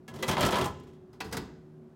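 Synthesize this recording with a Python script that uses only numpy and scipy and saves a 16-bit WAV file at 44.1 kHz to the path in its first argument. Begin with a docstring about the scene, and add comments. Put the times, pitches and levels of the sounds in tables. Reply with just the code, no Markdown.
"""A vending machine's cooling unit hums from start to finish. First a gate clicks open and a plastic
bottle knocks down the chute, ringing the delivery cup, crackling and cracking against edges.
It thuds into the port, shaking the cabinet, and rattles to rest. Then a steel latch ticks and snaps,
and the mechanism clunks twice, shaking the cabinet again. Every blow rings the cabinet's panels
and dies away in a hard-floored room."""
import sys
import numpy as np
from scipy import signal
from scipy.fft import rfft, irfft
from scipy.io import wavfile
from scipy.ndimage import uniform_filter1d

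SR = 44100
rng = np.random.default_rng(int(sys.argv[2]) if len(sys.argv) > 2 else 0)


def materialize(psi):
    """Save the field psi as 16-bit PCM at rate SR to the path in sys.argv[1].

    A 1-D psi becomes a single channel; in a 2-D psi each row is a channel.
    """
    bounded = np.clip(np.atleast_2d(psi).T, -1, 1)
    quanta = np.round(bounded * 32767).astype(np.int16)
    wavfile.write(sys.argv[1], SR, quanta)


N = 85995

# motor and fan tones: pitch_hz, level_db, waver_db
HUM_TONES = [(117, -72, 4), (154, -57.5, 3), (232, -62, 4), (250, -66.5, 3), (306, -68, 4),
             (370.5, -57, 1.3)]
# tone colour of the fan's moving air: pitch_hz, level_db
AIR_COLOUR = [(18, -65), (30, -23), (100, -12.5), (134, -9.5), (252, -6.5), (311, -17.5), (384, -8),
              (449, -19), (666, -21), (740, -24.5), (1190, -30), (1630, -34), (2120, -41), (8520, -53.5),
              (16000, -59)]
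# the bottle's blows; thud to tick are five bands, low to high, each added to level_db:
# start_s, level_db, thud_db, boom_db, knock_db, clack_db, tick_db, fade_factor
BOTTLE_HITS = [ (0.078, -48.5, -22, 2.5, -3, -3.5, -2, 1.3), (.108, -51, 6.5, 2, -3, -12.5, -30, 3.9),
               (.137, -44, -9, -1.5, -6, -12, -10.5, 2.6), (0.158, -46.5, -2, 2, -5, -7, -6.5, 1.1),
               (0.186, -47, -10.5, 8, -3, -6.5, -10, 4.8), (.225, -30.5, -16, -5.5, -3.5, -2, -5, 1),
               (.263, -49, -6, -11.5, 4, -5, 0.5, 2.6), (.278, -36, 6.5, -16, -4, -2, 0.5, 1.1),
               (.283, -34, -9, -13, 4, 1.5, 1, 0.5), (.289, -28.5, -6, 2, -1, -3, -3, 0.76),
               (0.31, -31, -17.5, -11, -0.5, -1.5, -4, 0.85), (0.329, -37, -6, 2.5, 3.5, 1.5, -5.5, 1.2),
               (.366, -34, -10.5, 0, 5.5, -5, -12.5, 0.54), (0.377, -28, -12.5, -6, 1, -7.5, -16, 1.4),
               (.396, -36.5, -9, -2, 0, -1, -16, 0.81), (0.407, -27.5, -5, -7.5, 1, -3.5, -6, 1.5),
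               (0.427, -27.5, -2, 1.5, -1.5, -0.5, -9, 1.27), (0.44, -36, 1, -5, 5.5, -14, -16, 0.69),
               (0.448, -34.5, -19, 3, -10.5, 0.5, -0.5, 0.79),
               (.460, -27, -22.5, -8, -2.5, -7.5, -5.5, 1.18), (0.485, -27.5, -21, -6.5, 0, -6, -13, 0.47),
               (0.506, -40.5, -13, 4, 4, 0.5, 2.5, 1.6), (.520, -36, -8, 3, 3, 4, -5.5, 1.4),
               (0.528, -31, -20, -8, 4, -19, -15, 0.86), (0.541, -36.5, -3, -9, -13, 4.5, -6, 0.82),
               (0.554, -33, -15, -22, 4.5, 0.5, -6, 1.3), (.566, -41, -10, -11, 6, -4, -2, 1.2),
               (0.582, -33.5, -2.5, 3.5, 4, -2, -7, 1.8), (0.61, -30, -2, -1, -1.5, -5.5, -9.5, 1.37),
               (0.64, -40, -2.5, 2.5, -2.5, 1.5, 0.5, 0.9), (0.656, -36, -6.5, -0.5, 5, -17, -1.5, 0.48),
               (0.67, -41.5, 6.5, -8, 2, -7, -7, 1.15), (0.698, -49.5, 10.5, 0, 4, -19, -11, 0.88),
               (.745, -55, 13, -2, -28, -81, -26, 0.9), (0.797, -57.5, 4.5, 13, -3.5, -18, -4.5, 0.52),
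               (.832, -62, 9, 13, -7, -5, -4, 0.82), (0.869, -57, 7.5, 1.5, -7.5, -10, -11, 2.4),
               (.931, -67, 0, -1, -13, -3, -6.5, 2)]
# how the cabinet answers in those bands (a fade is a 60 dB drop): pitch_hz, rise_s, hold_s, fade_s
CABINET_BANDS = [(75.2, 0.0074, 0.0069, .2), (237, 0.012, 0.01, 0.14), (842, 0.0044, 0.0068, 0.17),
                 (2990, 0.0024, 0.0081, 0.11), (8600, 0.0025, 0.0048, 0.086)]
# tone colour of the bottle's blows: pitch_hz, level_db
BOTTLE_COLOUR = [(18, -29), (30, -24), (75, 2), (149, -1.5), (319, -3), (374, -3), (473, -7), (584, -2.5),
                 (780, -6.5), (1010, -7), (1500, -10.5), (3220, -10), (16000, -30)]
# where bottle, chute and port ring: pitch_hz, width_hz, boost_db
PORT_RESONANCES = [(209, 41, 6), (229, 32, 2), (291, 7.1, 3), (372.5, 17, 5.5), (526, 37, 5.5),
                   (591, 9.5, 3.5), (687, 16, 5.5), (819, 12.7, 7.5), (876, 17, 6), (969, 13, 9),
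                   (1015.6, 37, 7), (1243, 19, 0.5), (1315, 33, 8), (1698, 12, 9.5), (1905, 29, 4.5),
                   (2019, 37, 8), (3223, 166, 5), (3730, 32, -3.5)]
# notes of the hollow delivery cup: pitch_hz, level_db, fade_s
CUP_NOTES = [(519, -19, .2), (586, -22, .2), (830, -17, .16), (964, -19, .2), (1023, -7.5, .18)]
# clicks of the gate: start_s, level_db, pitch_factor
GATE_CLICKS = [(.080, -49, .84), (.226, -36.5, 1.), (.312, -40, 1.)]
# notes of the gate: pitch_hz, level_db, fade_s
GATE_NOTES = [(520, -5, .2), (905, -4, .1), (1190, -8, .14), (1335, -7, .09), (1600, -9, .1),
              (2003, 0, .13), (2589, -4, .09), (3260, -7, .11), (3967, -8, .08)]
# the bottle striking edges: start_s, level_db, brightness_hz
EDGE_HITS = [(0.2251, -38.5, 6900), (0.2817, -37, 7000), (0.3688, -24, 1710), (.4075, -32.5, 8100),
             (.431, -35, 3600), (.451, -38, 4500), (.464, -30, 6660), (0.509, -45, 5170),
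             (0.522, -45, 3000), (.612, -32.5, 2320), (0.6553, -37, 1710), (0.6631, -36.5, 1720)]
# heavy landings: start_s, level_db, pitch_factor
THUMPS = [(.435, -26, 0.936), (1.384, -37, 0.86)]
# lowest notes of the cabinet: pitch_hz, level_db, fade_s
CABINET_NOTES = [(61.6, -2.5, 0.22), (111, -1, 0.041), (162, -4, 0.099)]
# the mechanism's blows: start_s, level_db, thud_db, boom_db, knock_db, clack_db, tick_db, fade_factor
LATCH_HITS = [ (1.128, -63.5, 6, 2, 4, -2.5, -4, 1.9), (1.203, -37, -12, -4, -1.5, 0, -5.5, 0.81),
              (1.241, -48, 6.5, 6, 0, -3.5, -6.5, 2.7), (1.311, -53, 14, 4, 4, -3, -4, 1.),
              (1.324, -38, -8, 0.5, -0.5, -1.5, 0, 1.3), (1.342, -44.5, -7, 8.5, 6, -4, -20, 0.57),
              (1.367, -36.5, -12, 3, -1, -0.5, 0, 0.72), (1.390, -45, 1.5, 4.5, -4.5, -6.5, -16, 3.05)]
# tone colour of the mechanism's blows: pitch_hz, level_db
LATCH_COLOUR = [(18, -31), (30, -24), (59, 5), (93, 2), (295, 2.5), (328, -0.5), (437, -2.5), (540, -11),
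                (1010, -9), (2060, -13), (2230, -17.5), (5040, -17.5), (16000, -29)]
# where the panel behind the latch rings: pitch_hz, width_hz, boost_db
PANEL_RESONANCES = [(138, 6.2, 1.5), (195, 7.1, 7), (295, 12.6, 6.5), (445, 30, 7), (824, 15, 6),
                    (1030, 15, 3.5), (1487, 22, 5.5), (1730, 19, -8), (1980, 24, 7), (4970, 240, 5)]
# tick and snaps of the latch: start_s, level_db, pitch_factor
LATCH_SNAPS = [(1.132, -71, 1.22), (1.204, -37.5, 1.), (1.368, -52, 1.)]
# notes of the steel latch: pitch_hz, level_db, fade_s
LATCH_NOTES = [(770, -2, .22), (870, -5, .16), (985, 0, .22), (1198, -4, .13), (1647, -2, .14),
               (1968, -6, .16), (2369, -5, .12), (2570, -1, .11), (2625, -3, .11), (2702, -3, .13),
               (3380, -9, .05), (4255, -8, .17), (4370, -10, .08), (4445, -8, .13), (4820, -16, .15),
               (5240, -11, .14), (6000, -14, .08), (6433, -13, .11)]
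# the room's echo: pitch_hz, fade_s, level_db
ROOM_BANDS = [(74.8, 0.47, -9.5), (244, 0.63, -5.5), (820, 0.51, -12.5), (2700, 0.65, -14),
              (5460, 0.54, -12.5), (11600, 0.31, -17.5)]


def gain(db):
    """Turn decibels into a number to multiply by."""
    return 10 ** (np.asarray(db) / 20)


def normalise(x):
    """Scale a sound to an average power of 1."""
    return x / np.sqrt(np.mean(x ** 2))


def fade(age, fade_s):
    """Die away by 60 dB every fade_s seconds."""
    return np.exp(-np.log(1000) * age / fade_s)


def curve(pitches_hz, values):
    """Join points with straight lines across the spectrum, octaves evenly spaced."""
    hz = np.arange(N // 2 + 1) * SR / N
    return np.interp(np.log(np.maximum(hz, 1)), np.log(pitches_hz), values)


def noise_spectrum(colour):
    """The spectrum of a noise with the given tone colour."""
    return rfft(rng.standard_normal(N)) * gain(curve(*np.array(colour).T))


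def split(spectrum, bands):
    """Split a spectrum into overlapping sounds, one for each band."""
    centres_hz = [band[0] for band in bands]
    shares = np.array([curve(centres_hz, row) for row in np.eye(len(bands))]) ** 4
    return [irfft(spectrum * share, N) for share in shares / shares.sum(0)]


def wander(rate_hz):
    """A smooth random wobble, about 1 in size."""
    width = max(int(SR / rate_hz), 2)
    smoothed = uniform_filter1d(rng.standard_normal(N), width, mode="wrap")
    return normalise(uniform_filter1d(smoothed, width, mode="wrap"))


def ring(x, resonances):
    """Each resonance boosts or dips a narrow range of pitch and rings on."""
    out = x
    for hz, width_hz, boost_db in resonances:
        ringing = signal.lfilter(*signal.iirpeak(hz, hz / width_hz, fs=SR), x)
        out = out + (gain(boost_db) - 1) * ringing
    return out


def blows(hits, colour, chatter_db, chatter_s=0.00042):
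    """Blows ring so many panel notes that they blur into noise; the lows come late and linger."""
    t, out = np.arange(N) / SR, np.zeros(N)
    chatter = normalise(gain(chatter_db * wander(1 / chatter_s)))
    bands = split(noise_spectrum(colour), CABINET_BANDS)
    for k, (band, (hz, rise_s, hold_s, fade_s)) in enumerate(zip(bands, CABINET_BANDS)):
        power = np.zeros(N)
        for start, db, *band_db, fade_factor in hits:
            age = np.maximum(t - start, 0)
            rise = np.sin(np.pi / 2 * np.minimum(age / rise_s, 1)) ** 2
            fall = fade(np.maximum(age - hold_s, 0), fade_s * fade_factor)
            power += (gain(db + band_db[k]) * rise * fall) ** 2
        window = int(SR * max(2 / hz, .006))
        steady = band / np.sqrt(uniform_filter1d(band ** 2, window) + 1e-18)
        out += steady * np.sqrt(power) * (chatter if k > 2 else 1)  # the contact chatters in the treble
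    return out


def struck(strikes, notes, rise_s=0.0057, detune=0.00095):
    """Every strike sets an object's notes ringing, each fading at its own rate."""
    age, out = np.arange(SR // 3) / SR, np.zeros(N + SR)
    rise = np.minimum(age / rise_s, 1)
    for start, db, pitch_factor in strikes:
        at = int(start * SR)
        for hz, note_db, fade_s in notes:
            pitch_hz = hz * pitch_factor * (1 + detune * rng.standard_normal())
            tone = np.sin(2 * np.pi * (pitch_hz * age + rng.random()))
            out[at:at + len(age)] += gain(db + note_db) * rise * fade(age, fade_s) * tone
    return out[:N]


def cooling_unit(air_db=-56, waver_hz=7.3, drift=0.0026):
    """Motor and fan tones waver over the rush of moving air."""
    out = gain(air_db) * normalise(irfft(noise_spectrum(AIR_COLOUR), N))
    for hz, db, waver_db in HUM_TONES:
        pitch_hz = hz * (1 + drift * wander(waver_hz))
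        tone = np.sin(2 * np.pi * (np.cumsum(pitch_hz) / SR + rng.random()))
        out += gain(db) * normalise(tone * gain(waver_db * wander(waver_hz)))
    return out


def bottle_knocks(level_db=-3.5):
    """The full bottle knocks down the chute and rocks in the port."""
    return gain(level_db) * ring(blows(BOTTLE_HITS, BOTTLE_COLOUR, chatter_db=1), PORT_RESONANCES)


def cup_ring(level_db=-0.5):
    """Each knock of the bottle rings the hollow delivery cup."""
    strikes = [(start, db + knock_db, 1) for start, db, _, _, knock_db, *_ in BOTTLE_HITS]
    return gain(level_db) * struck(strikes, CUP_NOTES)


def plastic_crackle(knocks, level_db=-21.5, cracks_per_s=240, spread_db=0.5, crack_s=0.00043):
    """The bottle's thin skin crackles at random, as strongly as the knocks that bend it."""
    age = np.arange(SR // 100) / SR
    cracks = (rng.random(N) < cracks_per_s / SR) * gain(spread_db * rng.standard_normal(N))
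    bursts = signal.fftconvolve(cracks, np.exp(-age / crack_s))[:N] * rng.standard_normal(N)
    bright = signal.sosfilt(signal.butter(1, [3500, 11000], "band", fs=SR, output="sos"), bursts)
    knock_power = signal.sosfilt(signal.butter(2, 900, "high", fs=SR, output="sos"), knocks) ** 2
    memory = np.exp(-1 / (0.042 * SR))  # bending builds up over about 42 ms
    bend = np.sqrt(signal.lfilter([1 - memory], [1, -memory], knock_power))
    knock_level = np.sqrt(uniform_filter1d(knock_power, SR // 100) + 1e-14)
    return gain(level_db) * normalise(bright) * np.minimum(bend, knock_level)


def gate_clicks(level_db=5):
    """The metal gate clicks and rings as it lets the bottle go."""
    return gain(level_db) * struck(GATE_CLICKS, GATE_NOTES)


def edge_cracks(fade_s=0.022, width_octaves=1.43):
    """The bottle's cap or base hits a hard edge with a sudden, short crack."""
    age, out = np.arange(SR // 20) / SR, np.zeros(N + SR)
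    for start, db, hz in EDGE_HITS:
        limits_hz = hz * 2 ** (width_octaves * np.array([-.5, .5]))
        band_filter = signal.butter(2, limits_hz, "band", fs=SR, output="sos")
        crack = normalise(signal.sosfilt(band_filter, rng.standard_normal(len(age))))
        at = int(start * SR)
        out[at:at + len(age)] += gain(db) * crack * fade(age, fade_s)
    return out[:N]


def cabinet_thumps():
    """Heavy landings shake the whole cabinet at its lowest notes."""
    return struck(THUMPS, CABINET_NOTES, rise_s=0.0044)


def mechanism_clunks(level_db=-2.5):
    """The port's mechanism knocks and rings the panel behind the latch."""
    return gain(level_db) * ring(blows(LATCH_HITS, LATCH_COLOUR, chatter_db=-0.5), PANEL_RESONANCES)


def latch_snaps(level_db=-2):
    """The steel latch rings with a light tick, a loud snap, then a softer one."""
    return gain(level_db) * struck(LATCH_SNAPS, LATCH_NOTES)


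def room_echo(x, rise_s=0.0067):
    """Reflections blur into a tail with its own length and level in each band."""
    t, tail = np.arange(N) / SR, 0
    bands = split(rfft(rng.standard_normal(N)), ROOM_BANDS)
    for band, (_, fade_s, db) in zip(bands, ROOM_BANDS):
        shape = np.minimum(t / rise_s, 1) * fade(t, fade_s)
        tail = tail + gain(db) * band * shape / np.sqrt(np.sum(shape ** 2))
    return signal.fftconvolve(x, tail)[:N]


def scene():
    """Over the hum, the bottle falls and the latch snaps, both echoing in the room."""
    hum = cooling_unit()
    knocks = bottle_knocks()
    fall = knocks + cup_ring() + plastic_crackle(knocks) + gate_clicks() + edge_cracks()
    impacts = fall + cabinet_thumps() + mechanism_clunks() + latch_snaps()
    return (hum + impacts + room_echo(impacts))[None]


def record(dry, low_hz=38.2, top_hz=16100):
    """A small microphone drops the deep bass; the highest treble is cut too."""
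    thin = signal.sosfilt(signal.butter(4, low_hz, "high", fs=SR, output="sos"), dry)
    return signal.sosfilt(signal.ellip(10, .2, 70, top_hz, fs=SR, output="sos"), thin)


dry = scene()
out = record(dry)
materialize(out)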